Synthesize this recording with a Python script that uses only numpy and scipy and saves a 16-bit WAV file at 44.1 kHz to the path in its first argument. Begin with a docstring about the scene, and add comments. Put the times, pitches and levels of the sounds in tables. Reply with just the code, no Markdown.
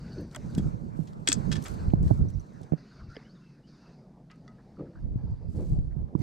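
"""Angler on a small boat

A rod clatters onto the deck, sleeves rustle and wet fingers squeak, close to a chest-worn camera.
Gusts buffet its two microphone ports, with low thumps and wind pops; a wide midrange hiss comes and goes.
Ripples wash, slap and bubble at the hull; tackle ticks, a buckle clicks and a bird whistles far off."""
import sys
import numpy as np
from scipy import signal
from scipy.fft import rfft, irfft, next_fast_len
from scipy.io import wavfile
from scipy.ndimage import uniform_filter1d, map_coordinates

SR = 44100
rng = np.random.default_rng(int(sys.argv[2]) if len(sys.argv) > 2 else 0)


def store_pcm(level_fs):
    """Save levels as 16-bit WAV."""
    pcm = np.round(np.clip(level_fs, -1, 1) * 32767).astype(np.int16)
    wavfile.write(sys.argv[1], SR, np.atleast_2d(pcm).T)


N = 274522
T = np.arange(SR // 3) / SR  # time axis of a one-shot [s]


def amp(db):
    """Decibels to gain."""
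    return 10 ** (np.asarray(db) / 20)


def unit(x):
    """Normalise to rms 1."""
    return x / np.sqrt(np.mean(x ** 2) + 1e-20)


def struck(x):
    """Normalise a hit so that its loudest 3 ms have rms 1."""
    return x / np.sqrt(uniform_filter1d(x ** 2, size=132, axis=-1).max() + 1e-20)


def onset(rise):
    """A soft attack that builds over about rise seconds."""
    return 1 - np.exp(-(T / rise) ** 2)


def fade(t60):
    """A decay of 60 dB in t60 seconds."""
    return np.exp(-np.log(1000) * T / np.maximum(t60, 1e-3))


def held(start, end, rise, fall):
    """Full gain from start to end, 20 dB down at rise seconds before and fall seconds after."""
    t = np.arange(N) / SR
    return amp(-20 * (np.maximum(start - t, 0) / rise + np.maximum(t - end, 0) / fall))


def wobble(rate):
    """Smooth random modulation, rate knots a second."""
    return map_coordinates(rng.standard_normal(int(N * rate / SR) + 4), [np.arange(N) * rate / SR])


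def filtered(x, response):
    """Apply a frequency response."""
    n = x.shape[-1]
    padded = next_fast_len(n + 8192)
    return irfft(rfft(x, padded) * response(np.fft.rfftfreq(padded, 1 / SR)), padded)[..., :n]


def coloured(x, points):
    """EQ through (frequency [Hz], level [dB]) points, then normalise to rms 1."""
    freqs, db = np.transpose(points)
    return unit(filtered(x, lambda hz: amp(np.interp(np.log(hz + 1), np.log(freqs + 1), db))))


def noise(points, width, size=N):
    """Coloured stereo noise: width 0 is mono, 1 fully decorrelated."""
    mid, side = coloured(rng.standard_normal((2, size)), points)
    return np.array([mid + width * side, mid - width * side]) / np.sqrt(1 + width ** 2)


def patchy(x, depth_db):
    """Make small patches in time and pitch swell and fade."""
    spectra = signal.stft(x, nperseg=512)[2]
    field = uniform_filter1d(rng.standard_normal(spectra.shape[1:]), size=6, axis=0)
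    field = uniform_filter1d(field, size=9, axis=1)
    return unit(signal.istft(spectra * amp(depth_db * unit(field)), nperseg=512)[1][:, :N])


def panned(db):
    """Stereo gains of mean power 1, the left db above the right."""
    gains = amp(np.array([db, -db]).reshape(2, -1) / 2)
    return gains / np.sqrt(np.mean(gains ** 2, axis=0))


def ring(modes, scatter_db, damping=1):
    """Damped modes, struck at new strengths every time."""
    hz, db, t60 = np.transpose(modes)[:, :, None]
    sign = rng.choice([-1, 1], hz.shape)
    strength = sign * amp(db + scatter_db * rng.standard_normal(hz.shape))
    return np.sum(strength * fade(t60 / damping) * np.sin(2 * np.pi * hz * T), axis=0)


def whistle(start_hz, end_hz, length, rough):
    """A short gliding tone; roughness blurs it into narrow noise."""
    progress = np.clip(T / max(length, 1e-3), 0, 1)
    lowpass = signal.butter(2, start_hz / 30, fs=SR, output="sos")
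    blur = signal.sosfilt(lowpass, rng.standard_normal((2, len(T))))
    phase = 2 * np.pi * np.cumsum(start_hz + (end_hz - start_hz) * progress) / SR
    tone = (1 + rough * unit(blur[0])) * np.sin(phase) + rough * unit(blur[1]) * np.cos(phase)
    return unit(tone) * np.abs(np.sin(np.pi * progress ** 0.58))


def add(track, s, sound):
    """Drop a one-shot into a stereo track at s seconds."""
    part = track[:, max(round(s * SR), 0):][:, :len(T)]
    part += sound[..., :part.shape[1]]


# The bed: dark wash, bright trickle, far drone, microphone hiss: (frequency [Hz], level [dB])
WASH_EQ = [(20, -24), (85, -21.5), (135, -5), (260, -8.5), (400, -3), (700, -8), (1000, -17.5),
           (2000, -38.5), (6000, -68)]
TRICKLE_EQ = [(400, -23), (900, 4.5), (1500, -1), (2100, -2), (2800, -10), (4000, -13.5), (9000, -47.5)]
DRONE_EQ = [(20, -20), (55, -8.5), (90, -28), (135, 3), (220, -3), (330, -13.5), (600, -42), (1100, -85)]
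HISS_EQ = [(1000, 0.5), (5000, 6.5), (9000, -1), (12500, -8.5), (15500, -15)]


def lake():
    """Ripples wash and trickle round the boat over a low distant drone and a faint hiss."""
    swell_db = 2.5 * wobble(rate=3.4)
    wash = amp(-61.5 + swell_db) * patchy(noise(WASH_EQ, width=0.021), depth_db=4.5)
    trickle = amp(-83.5 + swell_db) * patchy(noise(TRICKLE_EQ, width=0.05), depth_db=0)
    drone = amp(-53) * noise(DRONE_EQ, width=0.011)
    hiss = amp(-83) * noise(HISS_EQ, width=0.24)
    return wash + trickle + drone + hiss


# The bird's four notes: (offset [s], relative level [dB], start pitch [Hz], end pitch [Hz], length [s])
BIRD_NOTES = [(0.0, -5.5, 2800, 3310, 0.064), (0.055, 0.5, 4310, 4850, 0.039), (0.11, -5, 3830, 3400, 0.04),
              (0.17, -8, 2726, 2510, 0.17)]
# Cues for the phrase: (time [s], relative level [dB])
BIRD_CUES = [(2.851, -66), (3.238, -59), (3.63, -61), (5.235, -74.5)]


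def bird():
    """A bird repeats its phrase on the shore; the trees scatter it into a short tail."""
    out = np.zeros((2, N))
    for s, db in BIRD_CUES:
        for offset, note_db, start_hz, end_hz, length in BIRD_NOTES:
            add(out, s + offset, amp(db + note_db - 9) * whistle(start_hz, end_hz, length, rough=0.5))
    trees = rng.standard_normal((1, len(T))) * fade(t60=0.22)
    tail = signal.fftconvolve(out, trees / np.linalg.norm(trees), axes=1)[:, :N]
    return out + amp(-8.5) * tail


# Little gurgles at the hull: (time [s], relative level [dB], centre pitch [Hz], spread in time [s])
GURGLES = [(2.966, -56.5, 1300, 0.068), (4.583, -63.5, 1577, 0.025), (4.767, -52, 1163, 0.048),
           (4.851, -62, 1460, 0.031), (4.953, -56.5, 1484, 0.034), (5.181, -67, 1500, 0.033),
           (5.909, -67, 1820, 0.02)]


def bubbles():
    """Each gurgle is a cluster of bubbles of different sizes, each rising in pitch as it dies."""
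    count, t60, attack_s = 22, 0.022, 0.001
    out = np.zeros((2, N))
    for s, db, hz, spread in GURGLES:
        birth = rng.random((count, 1)) * spread
        pitch = hz * np.exp(0.16 * rng.uniform(-1.26, 1, (count, 1)))
        strength_db = 3 * rng.standard_normal((count, 1))
        age = np.maximum(T - birth, 0)
        envelope = amp(strength_db - 60 * age / t60) * (1 - np.exp(-age / attack_s))
        chirps = np.sin(2 * np.pi * pitch * age * (1 + 0.8 * age))
        add(out, s, amp(db - 0.5) * struck(np.sum(envelope * chirps, axis=0)))
    return out


# Ripples hitting the hull: (time [s], level [dB], attack [s], t60 [s])
HULL_SLAPS = [(.15, -37.5, 0.048, 0.2), (4.775, -35.5, 0.016, 0.35), (5.538, -41, 0.0088, 0.32),
              (5.58, -32.5, 0.012, 0.16), (5.612, -37, 0.0083, 0.17)]
# The low body of a slap: (frequency [Hz], level [dB])
SLAP_EQ = [(71, -29), (120, -0.5), (173, 2.5), (255, -4), (334, 4), (403, -8), (500, -3), (720, -21.5),
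           (1570, -48), (3000, -60), (3900, -78.5), (6600, -120)]


def hull_slaps():
    """A ripple swells against the hull and dies away with a little fine spray."""
    out = np.zeros((2, N))
    for s, db, rise, t60 in HULL_SLAPS:
        swell = onset(rise) * fade(t60)
        body = noise(SLAP_EQ, width=0.004, size=len(T))
        spray = amp(-34) * noise(TRICKLE_EQ, width=0.01, size=len(T))
        add(out, s, amp(db) * swell / swell.max() * (body + spray))
    return out


# Swells of the wide hiss: (start [s], end [s], level [dB])
WIDE_SWELLS = [(0.426, 0.57, -59), (0.59, 1.25, -55), (1.319, 1.72, -47), (1.75, 1.9, -51),
               (1.937, 2.2, -51), (2.284, 2.662, -59), (5.71, 6.126, -63.5)]
# Its midrange colour: (frequency [Hz], level [dB])
WIDE_EQ = [(320, -32.5), (550, 2), (699, -6), (957, -1.5), (1320, -10.5), (1710, -19.5), (3420, -34),
           (4080, -44), (5000, -39), (6500, -70.5), (11000, -120)]


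def wide_hiss():
    """A wide midrange hiss swells and fades, opposite in phase left and right."""
    envelopes = [amp(db) * held(start, end, rise=0.1, fall=0.24) for start, end, db in WIDE_SWELLS]
    hiss = unit(coloured(rng.standard_normal(N), WIDE_EQ) * amp(1.6 * wobble(rate=22)))
    return np.array([[1], [-1]]) * np.max(envelopes, axis=0) * hiss


# Gusts on the ports: (start [s], end [s], flutter level [dB], rumble over flutter [dB],
# left over right [dB], stereo width [0-1])
PORT_GUSTS = [(0.009, 0.307, -41, -6.5, 1, 0), (0.434, 0.535, -33, -2.5, -4, 0.86),
              (0.564, 0.671, -30.5, 0, -3.5, 0.86), (0.74, 1.033, -35, -8.5, -12, 0.85),
              (1.082, 1.23, -39, -13, -7, 0.98), (1.344, 1.601, -30.5, -7.5, -13, 0.7),
              (1.739, 1.822, -38.5, 0.5, -15, 0.92), (1.828, 2.056, -32.5, 6.5, -2.5, 1),
              (2.035, 2.256, -29.5, 4.5, -3, 1), (2.297, 2.385, -43.5, 10, -10, 0.93),
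              (2.46, 2.738, -49, -12, -13.5, 0.93), (3.023, 3.081, -49.5, 5, 1.5, 0),
              (4.407, 4.955, -57.5, -3.5, 2, 0), (5.039, 5.144, -39.5, 6.5, -4.5, 1),
              (5.15, 5.334, -41, 11.5, -2.5, 1), (5.444, 5.5, -40, 9, -7.5, 1),
              (5.56, 5.662, -35, 6.5, -4, 1), (5.68, 5.8, -33.5, 11, -1, 1),
              (5.898, 6.049, -42, 9.5, -7, 0.9), (6.205, 6.3, -29.5, -12, -15, 0.93)]
# The two layers of a gust: (frequency [Hz], level [dB])
RUMBLE_EQ = [(10, -23), (25, -7.5), (60, -1), (100, -6.5), (160, -13.5), (400, -57), (1000, -100)]
FLUTTER_EQ = [(40, -33), (90, -4), (140, 3), (220, -4.5), (320, -13.5), (480, -23.5), (900, -42),
              (3000, -91)]


def buffeting():
    """Gusts push on each port in lumps: a deep rumble and a faster flutter."""
    flutter_power, rumble_power, wide_power = np.zeros((2, N)), np.zeros((2, N)), np.zeros(N)
    for start, end, db, rumble_db, pan_db, gust_width in PORT_GUSTS:
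        power = (amp(db) * panned(pan_db) * held(start, end, rise=0.095, fall=0.072)) ** 2
        flutter_power += power
        rumble_power += power * amp(rumble_db) ** 2
        wide_power += gust_width * power.mean(axis=0)
    calm_power = amp(-71) ** 2  # the air is never quite still
    width = wide_power / (flutter_power.mean(axis=0) + calm_power)
    lumps = amp(3.5 * wobble(rate=28))
    rumble = np.sqrt(rumble_power + calm_power) * unit(noise(RUMBLE_EQ, width) * lumps)
    flutter = unit(noise(FLUTTER_EQ, width) * lumps * amp(1.3 * wobble(rate=70)))
    return rumble + np.sqrt(flutter_power) * flutter


def hollow_band(hz):
    """A narrow, hollow band of hiss in each sleeve swish, coloured by the microphone."""
    step = 1.17  # frequency ratio from the centre of the band to its shoulders
    band = [(hz / step ** 4, -50), (hz / step, -13), (hz, 0),
            (hz * step, -13), (hz * step ** 4, -50), (hz * step ** 12, -90)]
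    return noise(band, width=0.087)


# Arm moves: (start [s], end [s], swish level [dB], closeness to the ports [dB], band centre [Hz],
# band over swish [dB])
ARM_MOVES = [(0.0, 0.203, -70, -6, 4600, 1), (0.323, 0.675, -69, -2, 6160, -7.5),
             (0.707, 1.276, -77.5, 0, 7300, -16), (1.271, 1.84, -66.5, -0.5, 4400, -5.5),
             (2.035, 2.156, -70, -1, 4400, -7), (2.318, 2.661, -75.5, -3.5, 6110, -7.5),
             (2.779, 3.0, -73, -18, 4640, 0.5), (3.1, 3.22, -71.5, -23, 5000, -5.5),
             (3.297, 3.509, -77.5, -25, 4900, -4.5), (3.676, 3.888, -74.5, -31, 4810, 1),
             (4.316, 4.993, -82.5, -12, 4500, -3.5), (5.184, 5.4, -86.5, -9, 4670, 3),
             (5.429, 5.52, -92.5, 1.5, 4750, 10.5), (5.56, 5.75, -82.5, 3.5, 4500, 3.5),
             (6.22, 6.297, -64.5, -7, 4900, 0)]
# Cloth layers: airy swish, rustling folds, crisp scratch, dull rub: (frequency [Hz], level [dB])
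SWISH_EQ = [(1200, -31), (2600, -8), (3250, -8), (3800, 2.5), (4600, 3.5), (5400, 0), (6300, -0.5),
            (7300, -13.5), (10000, -20.5), (15000, -47.5)]
RUSTLE_EQ = [(400, -12.5), (900, 0.5), (1200, 2), (1450, 5.5), (1750, 0), (2200, -3), (2900, -10.5),
             (4000, -26), (9000, -41)]
SCRATCH_EQ = [(2000, -18.5), (3200, -13), (5000, -5), (7800, 1.5), (10800, -12.5), (12700, -9),
              (15500, -20)]
RUB_EQ = [(60, -25.5), (150, -5), (400, 0), (700, -9.5), (1000, -12.5), (2000, -37.5), (6000, -69.5)]


def sleeves():
    """Sleeves swish and rustle; near the ports threads crackle and cloth rubs the housing."""
    motion, contact, bands = np.zeros(N), np.zeros(N), np.zeros((2, N))
    for start, end, db, close_db, band_hz, band_db in ARM_MOVES:
        swing = amp(db) * held(start, end, rise=0.039, fall=0.28)
        motion = np.maximum(motion, swing)
        contact = np.maximum(contact, swing * amp(close_db))
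        bands += amp(band_db) * swing * hollow_band(band_hz)
    swish = patchy(noise(SWISH_EQ, width=0.08), depth_db=2.6)
    rustle = amp(6.5) * patchy(noise(RUSTLE_EQ, width=0.04), depth_db=4)
    catches = rng.random(N) < 260 / SR  # about 260 threads catch each second
    crackle = catches * rng.standard_normal(N) * amp(3.9 * rng.standard_normal(N))
    scratch = noise(SCRATCH_EQ, width=1) + 0.5 * coloured(crackle, SCRATCH_EQ)
    scratch = unit(scratch * amp(1.1 * wobble(rate=64)))
    rub = amp(14.5) * noise(RUB_EQ, width=0.11)
    return motion * (swish + rustle) + bands * amp(1.7 * wobble(rate=45)) + contact * (scratch + rub)


# A cuff brushing close to the ports: (time [s], level [dB], length [s])
CUFF_STROKES = [(0.044, -79, 0.4), (0.292, -83, 0.23), (0.496, -69, 0.22), (0.946, -69, 0.23),
                (1.632, -57, 0.15), (2.016, -63.5, 0.21), (2.287, -63.5, 0.034), (2.393, -67.5, 0.033),
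                (2.614, -72, 0.02), (3.086, -81, 0.13), (5.471, -67.5, 0.38), (6.173, -66, 0.23)]
# Its bright scratch: (frequency [Hz], level [dB])
CUFF_EQ = [(2000, -1.5), (5000, 0), (8300, 2), (10500, -6), (12500, -6.5), (14200, -8.5), (15600, -25)]


def cuff_strokes():
    """Each drag of the cuff is a short, grainy scratch."""
    out = np.zeros((2, N))
    for s, db, length in CUFF_STROKES:
        progress = np.clip(T / length, 0, 1)
        swell = np.abs(np.sin(np.pi * progress ** 0.69)) ** 1.3
        grain = unit(noise(CUFF_EQ, width=0.9, size=len(T)) * amp(3.2 * wobble(rate=250)[:len(T)]))
        add(out, s, amp(db) * swell * grain)
    return out


# Wet squeaks: (time [s], relative level [dB], pitch [Hz], length [s])
FINGER_SQUEAKS = [(0.12, -49.5, 4550, 0.034), (0.124, -62.5, 6080, 0.18), (0.179, -47.5, 4410, 0.012),
                  (2.284, -51, 5950, 0.016), (2.336, -60, 5660, 0.021), (2.396, -51, 5920, 0.014),
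                  (3.094, -49, 1392, 0.062), (3.143, -55, 5050, 0.019)]


def finger_squeaks():
    """Wet fingers squeak on rod and fish in short, rough tones."""
    out = np.zeros((2, N))
    for s, db, hz, length in FINGER_SQUEAKS:
        add(out, s, amp(db - 8.5) * whistle(hz, hz, length, rough=2.2))
    return out


# Ticks and scuffs of tackle and cuffs: (time [s], level [dB], pitch [Hz], t60 [s])
TACKLE_TICKS = [(0.208, -64.5, 10000, 0.05), (0.312, -58.5, 4570, 0.018), (0.328, -66, 6500, 0.015),
                (0.346, -43, 1220, 0.057), (0.349, -57.5, 11600, 0.02), (0.3612, -45.5, 8930, 0.0094),
                (0.362, -40.5, 1670, 0.014), (0.5494, -45, 4750, 0.015), (0.577, -52.5, 6800, 0.017),
                (0.5839, -56.5, 11080, 0.015), (1.072, -58, 3830, 0.089), (1.132, -61, 4430, .02),
                (1.272, -46, 4000, .04), (1.325, -42.5, 10980, 0.031), (1.623, -50, 5830, 0.037),
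                (1.638, -49, 6800, 0.093), (1.652, -44.5, 1440, 0.15), (1.667, -51, 2580, 0.02),
                (1.682, -46, 6160, 0.015), (1.901, -55.5, 2600, 0.036), (2.0293, -56, 6400, 0.01),
                (2.0795, -56, 3750, 0.026), (2.631, -59.5, 4830, 0.053), (2.717, -53, 1260, 0.15),
                (3.148, -55, 596, 0.03), (4.298, -56.5, 1570, 0.16), (4.307, -69, 4120, 0.043),
                (4.358, -73, 5550, 0.01), (5.309, -75, 5700, 0.023), (6.081, -65, 850, 0.043)]


def tackle_ticks():
    """Tiny dry contacts, each a burst of noise round its own pitch."""
    out = np.zeros((2, N))
    for s, db, hz, t60 in TACKLE_TICKS:
        band = [(hz / 8, -28), (hz / 1.9, -7), (hz, 0), (hz * 1.9, -7), (hz * 3, -30), (hz * 8, -60)]
        burst = noise(band, width=0.26, size=len(T)) * fade(t60) * onset(rise=3 / hz)
        add(out, s, amp(db) * struck(burst))
    return out


# Light taps on the hull: (time [s], level [dB], damping [ratio])
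HULL_TAPS = [(4.313, -55, 1.1), (4.478, -53.5, 0.9)]
# The hull's metallic ring: (frequency [Hz], level [dB], t60 at damping 1 [s])
HULL_MODES = [(1265, 8.5, 0.2), (1840, 7, 0.044), (1998, 6, 0.07), (2850, -4, 0.055), (3460, 5, 0.034),
              (4660, 1, 0.046), (5850, -8, .03)]


def hull_taps():
    """A light tap gives a short crack and sets the metal hull ringing."""
    out = np.zeros((2, N))
    for s, db, damping in HULL_TAPS:
        crack = struck(noise(SWISH_EQ, width=0.032, size=len(T)) * fade(t60=0.021))
        metal = struck(ring(HULL_MODES, scatter_db=4, damping=damping))
        add(out, s, amp(db) * struck(onset(rise=0.0008) * (metal + 0.69 * crack)))
    return out


# Hard, hollow clicks on the harness: (time [s], level [dB])
BUCKLE_CLICKS = [(3.157, -54), (3.1658, -43.5)]
# The buckle's resonances: (frequency [Hz], level [dB], t60 [s])
BUCKLE_MODES = [(1740, -3, 0.03), (2060, 3, 0.014), (3000, 2, 0.0072), (3290, -5, 0.012), (4880, -3, 0.013),
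                (5300, -6, 0.011)]


def buckle_clicks():
    """A plastic buckle is nudged and rings for a moment."""
    out = np.zeros((2, N))
    for s, db in BUCKLE_CLICKS:
        add(out, s, amp(db) * struck(ring(BUCKLE_MODES, scatter_db=1) * onset(rise=0.00063)))
    return out


# Low thumps and wind pops on the microphones: (time [s], thud level [dB], settled pitch [Hz], t60 [s],
# left over right [dB], hollow level [dB], knock level [dB], knock pitch [Hz])
THUMPS_AND_POPS = [(.362, -45.5, 581, 0.095, -1, -49, -53, 855),
                   (0.5781, -16.5, 152.5, 0.037, -1.5, -41, -43, 720),
                   (0.594, -23, 166, 0.068, -4, -42, -42, 600),
                   (0.989, -23, 161.4, 0.086, -20, -38, -37, 536),
                   (1.286, -28.5, 277, 0.085, -2, -39, -54, 710),
                   (1.9352, -11, 139, 0.025, -28, -28, -23, 682),
                   (2.063, -14.5, 75.5, 0.045, 21, -36, -57, 600),
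                   (2.1038, -22, 110, 0.023, -23, -38, -31, 594),
                   (2.109, -10.5, 104.5, 0.069, -37, -19, -20.5, 664),
                   (2.2099, -22.5, 126, 0.036, -14, -36, -56, 490),
                   (2.251, -35, 159, 0.038, -12, -38, -48, 503),
                   (2.611, -35, 108, 0.056, -19, -45.5, -41, 600),
                   (2.7207, -16.5, 140, 0.038, -21.5, -28.5, -27.5, 620),
                   (2.7338, -20.5, 149.6, 0.053, -22, -32.5, -23, 490),
                   (3.165, -40.5, 410, 0.04, -3, -43, -51, 462),
                   (5.157, -24, 110, 0.019, 27, -64, -50, 453.4),
                   (5.237, -27.5, 113, 0.038, -12, -51, -46, 507),
                   (5.785, -18.5, 97.7, 0.037, 9.5, -46.5, -50, 503),
                   (5.964, -26, 130, 0.067, -28, -43, -52, 468),
                   (6.151, -15.5, 138, 0.031, -21, -22.5, -32, 996)]


def thumps_and_pops():
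    """Each thump or wind pop is a few low cycles with a hollow ring and a short, higher knock."""
    hollow_hz, pitch_drop_s, max_lag_rad = 282, 0.003, 2.73
    out = np.zeros((2, N))
    for s, db, hz, t60, pan_db, hollow_db, knock_db, knock_hz in THUMPS_AND_POPS:
        pitch = hz * (1 + 0.98 * np.exp(-T / pitch_drop_s))  # starts about an octave high and sinks
        thud = np.sin(2 * np.pi * np.cumsum(pitch) / SR) * onset(rise=0.0034) * fade(t60)
        hollow = np.sin(2 * np.pi * hollow_hz * T) * onset(rise=0.003) * fade(t60=0.036)
        # a knock from one side reaches the two ports out of step
        lag = np.array([[0], [max_lag_rad * min(abs(pan_db) / 10, 1)]])
        knock = np.sin(2 * np.pi * knock_hz * T + lag) * onset(rise=0.0019) * fade(t60=0.0084)
        body = amp(db) * struck(thud) + amp(hollow_db) * struck(hollow)
        add(out, s, body * panned(pan_db) + amp(knock_db) * struck(knock) * panned(pan_db / 8))
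    return out


def clack(modes, rattle_eq, decay, rattle_db, width):
    """One contact: modes and a rough rattle die quickly, leaving a faint ring-out."""
    hit_t60, tail_t60, tail_db = 1.2 * decay, 4.1 * decay, -23.5
    body = struck(ring([(hz, db, tail_t60) for hz, db in modes], scatter_db=4.5))
    rattle = amp(rattle_db) * noise(rattle_eq, width, size=len(T)) * fade(tail_t60)
    return struck((body + rattle) * (fade(hit_t60) + amp(tail_db)) * onset(rise=0.00046))


# Rod hits and rebounds: (time [s], shaft level [dB], reel level [dB], decay scale [s])
ROD_BOUNCES = [(0.347, -46, -47.5, 0.023), (0.3604, -47.5, -38, 0.0083), (0.581, -45.5, -46, 0.05),
               (1.2744, -21.5, -25, 0.05), (1.2863, -31, -15.5, 0.016), (1.298, -36.5, -31, 0.068),
               (1.3175, -24, -27, 0.034), (1.3282, -37.5, -15.5, 0.015), (1.3395, -52.5, -33.5, 0.031),
               (1.352, -55, -50, 0.03), (1.516, -34.5, -38.5, 0.059), (1.525, -34, -38.5, 0.07),
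               (1.554, -40, -47, 0.099), (1.566, -43, -45.5, 0.025), (1.658, -44.5, -44.5, 0.099)]
# Resonances of shaft and reel: (frequency [Hz], level [dB])
SHAFT_MODES = [(1446, -9), (1760, -3), (2550, -7), (2850, -11), (3310, -1.5), (3400, -3), (3790, -8),
               (4295, -9.5), (4740, -11.5), (5400, -9)]
REEL_MODES = [(4800, -6.5), (4970, -10), (5450, -6.5), (6230, -2), (6800, -2.5), (7150, -4), (7330, -2),
              (7720, 9.5), (8080, -6.5), (9900, -14)]
# The colour of their rattle: (frequency [Hz], level [dB])
SHAFT_EQ = [(300, -12.5), (1100, -7.5), (1600, 1.5), (2200, -3.5), (3400, -2), (5000, -3), (8000, -16.5),
            (12500, -24), (16000, -38)]
REEL_EQ = [(1000, -27), (3800, -12.5), (4800, 0.5), (7200, -2), (8200, -2), (9000, -14), (12500, -30.5),
           (16000, -39.5)]
# Phase of the right port against the left: (frequency [Hz], phase [rad])
PORT_PHASE = [(5000, 0.5), (7300, 1.4), (8100, 4)]


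def rod_clatter():
    """The rod hits the deck and bounces: its shaft answers low, the hard reel high."""
    out = np.zeros((2, N))
    for s, shaft_db, reel_db, decay in ROD_BOUNCES:
        shaft = clack(SHAFT_MODES, SHAFT_EQ, decay, rattle_db=0.5, width=0.66) * panned(-1.3)
        reel = clack(REEL_MODES, REEL_EQ, decay, rattle_db=-4.5, width=0.69) * panned(4.6)
        add(out, s, amp(shaft_db) * shaft + amp(reel_db) * reel)
    freqs, phase = np.transpose(PORT_PHASE)
    return filtered(out, lambda hz: np.exp(1j * np.outer([0, 1], np.interp(hz, freqs, phase))))


def scene():
    """Open water gives no echo: everything on the boat is close and dry."""
    air_and_water = buffeting() + lake() + hull_slaps()
    textures = sleeves() + wide_hiss() + cuff_strokes()
    props = rod_clatter() + tackle_ticks() + hull_taps() + buckle_clicks()
    return air_and_water + textures + props + thumps_and_pops() + finger_squeaks() + bubbles() + bird()


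def record(dry):
    """The microphones soften the very top, and the camera keeps nothing above its band limit."""
    knee_hz, limit_hz = 14800, 15730
    return filtered(dry, lambda hz: (hz < limit_hz) / np.sqrt(1 + (hz / knee_hz) ** 32))


dry = scene()
out = record(dry)
store_pcm(out)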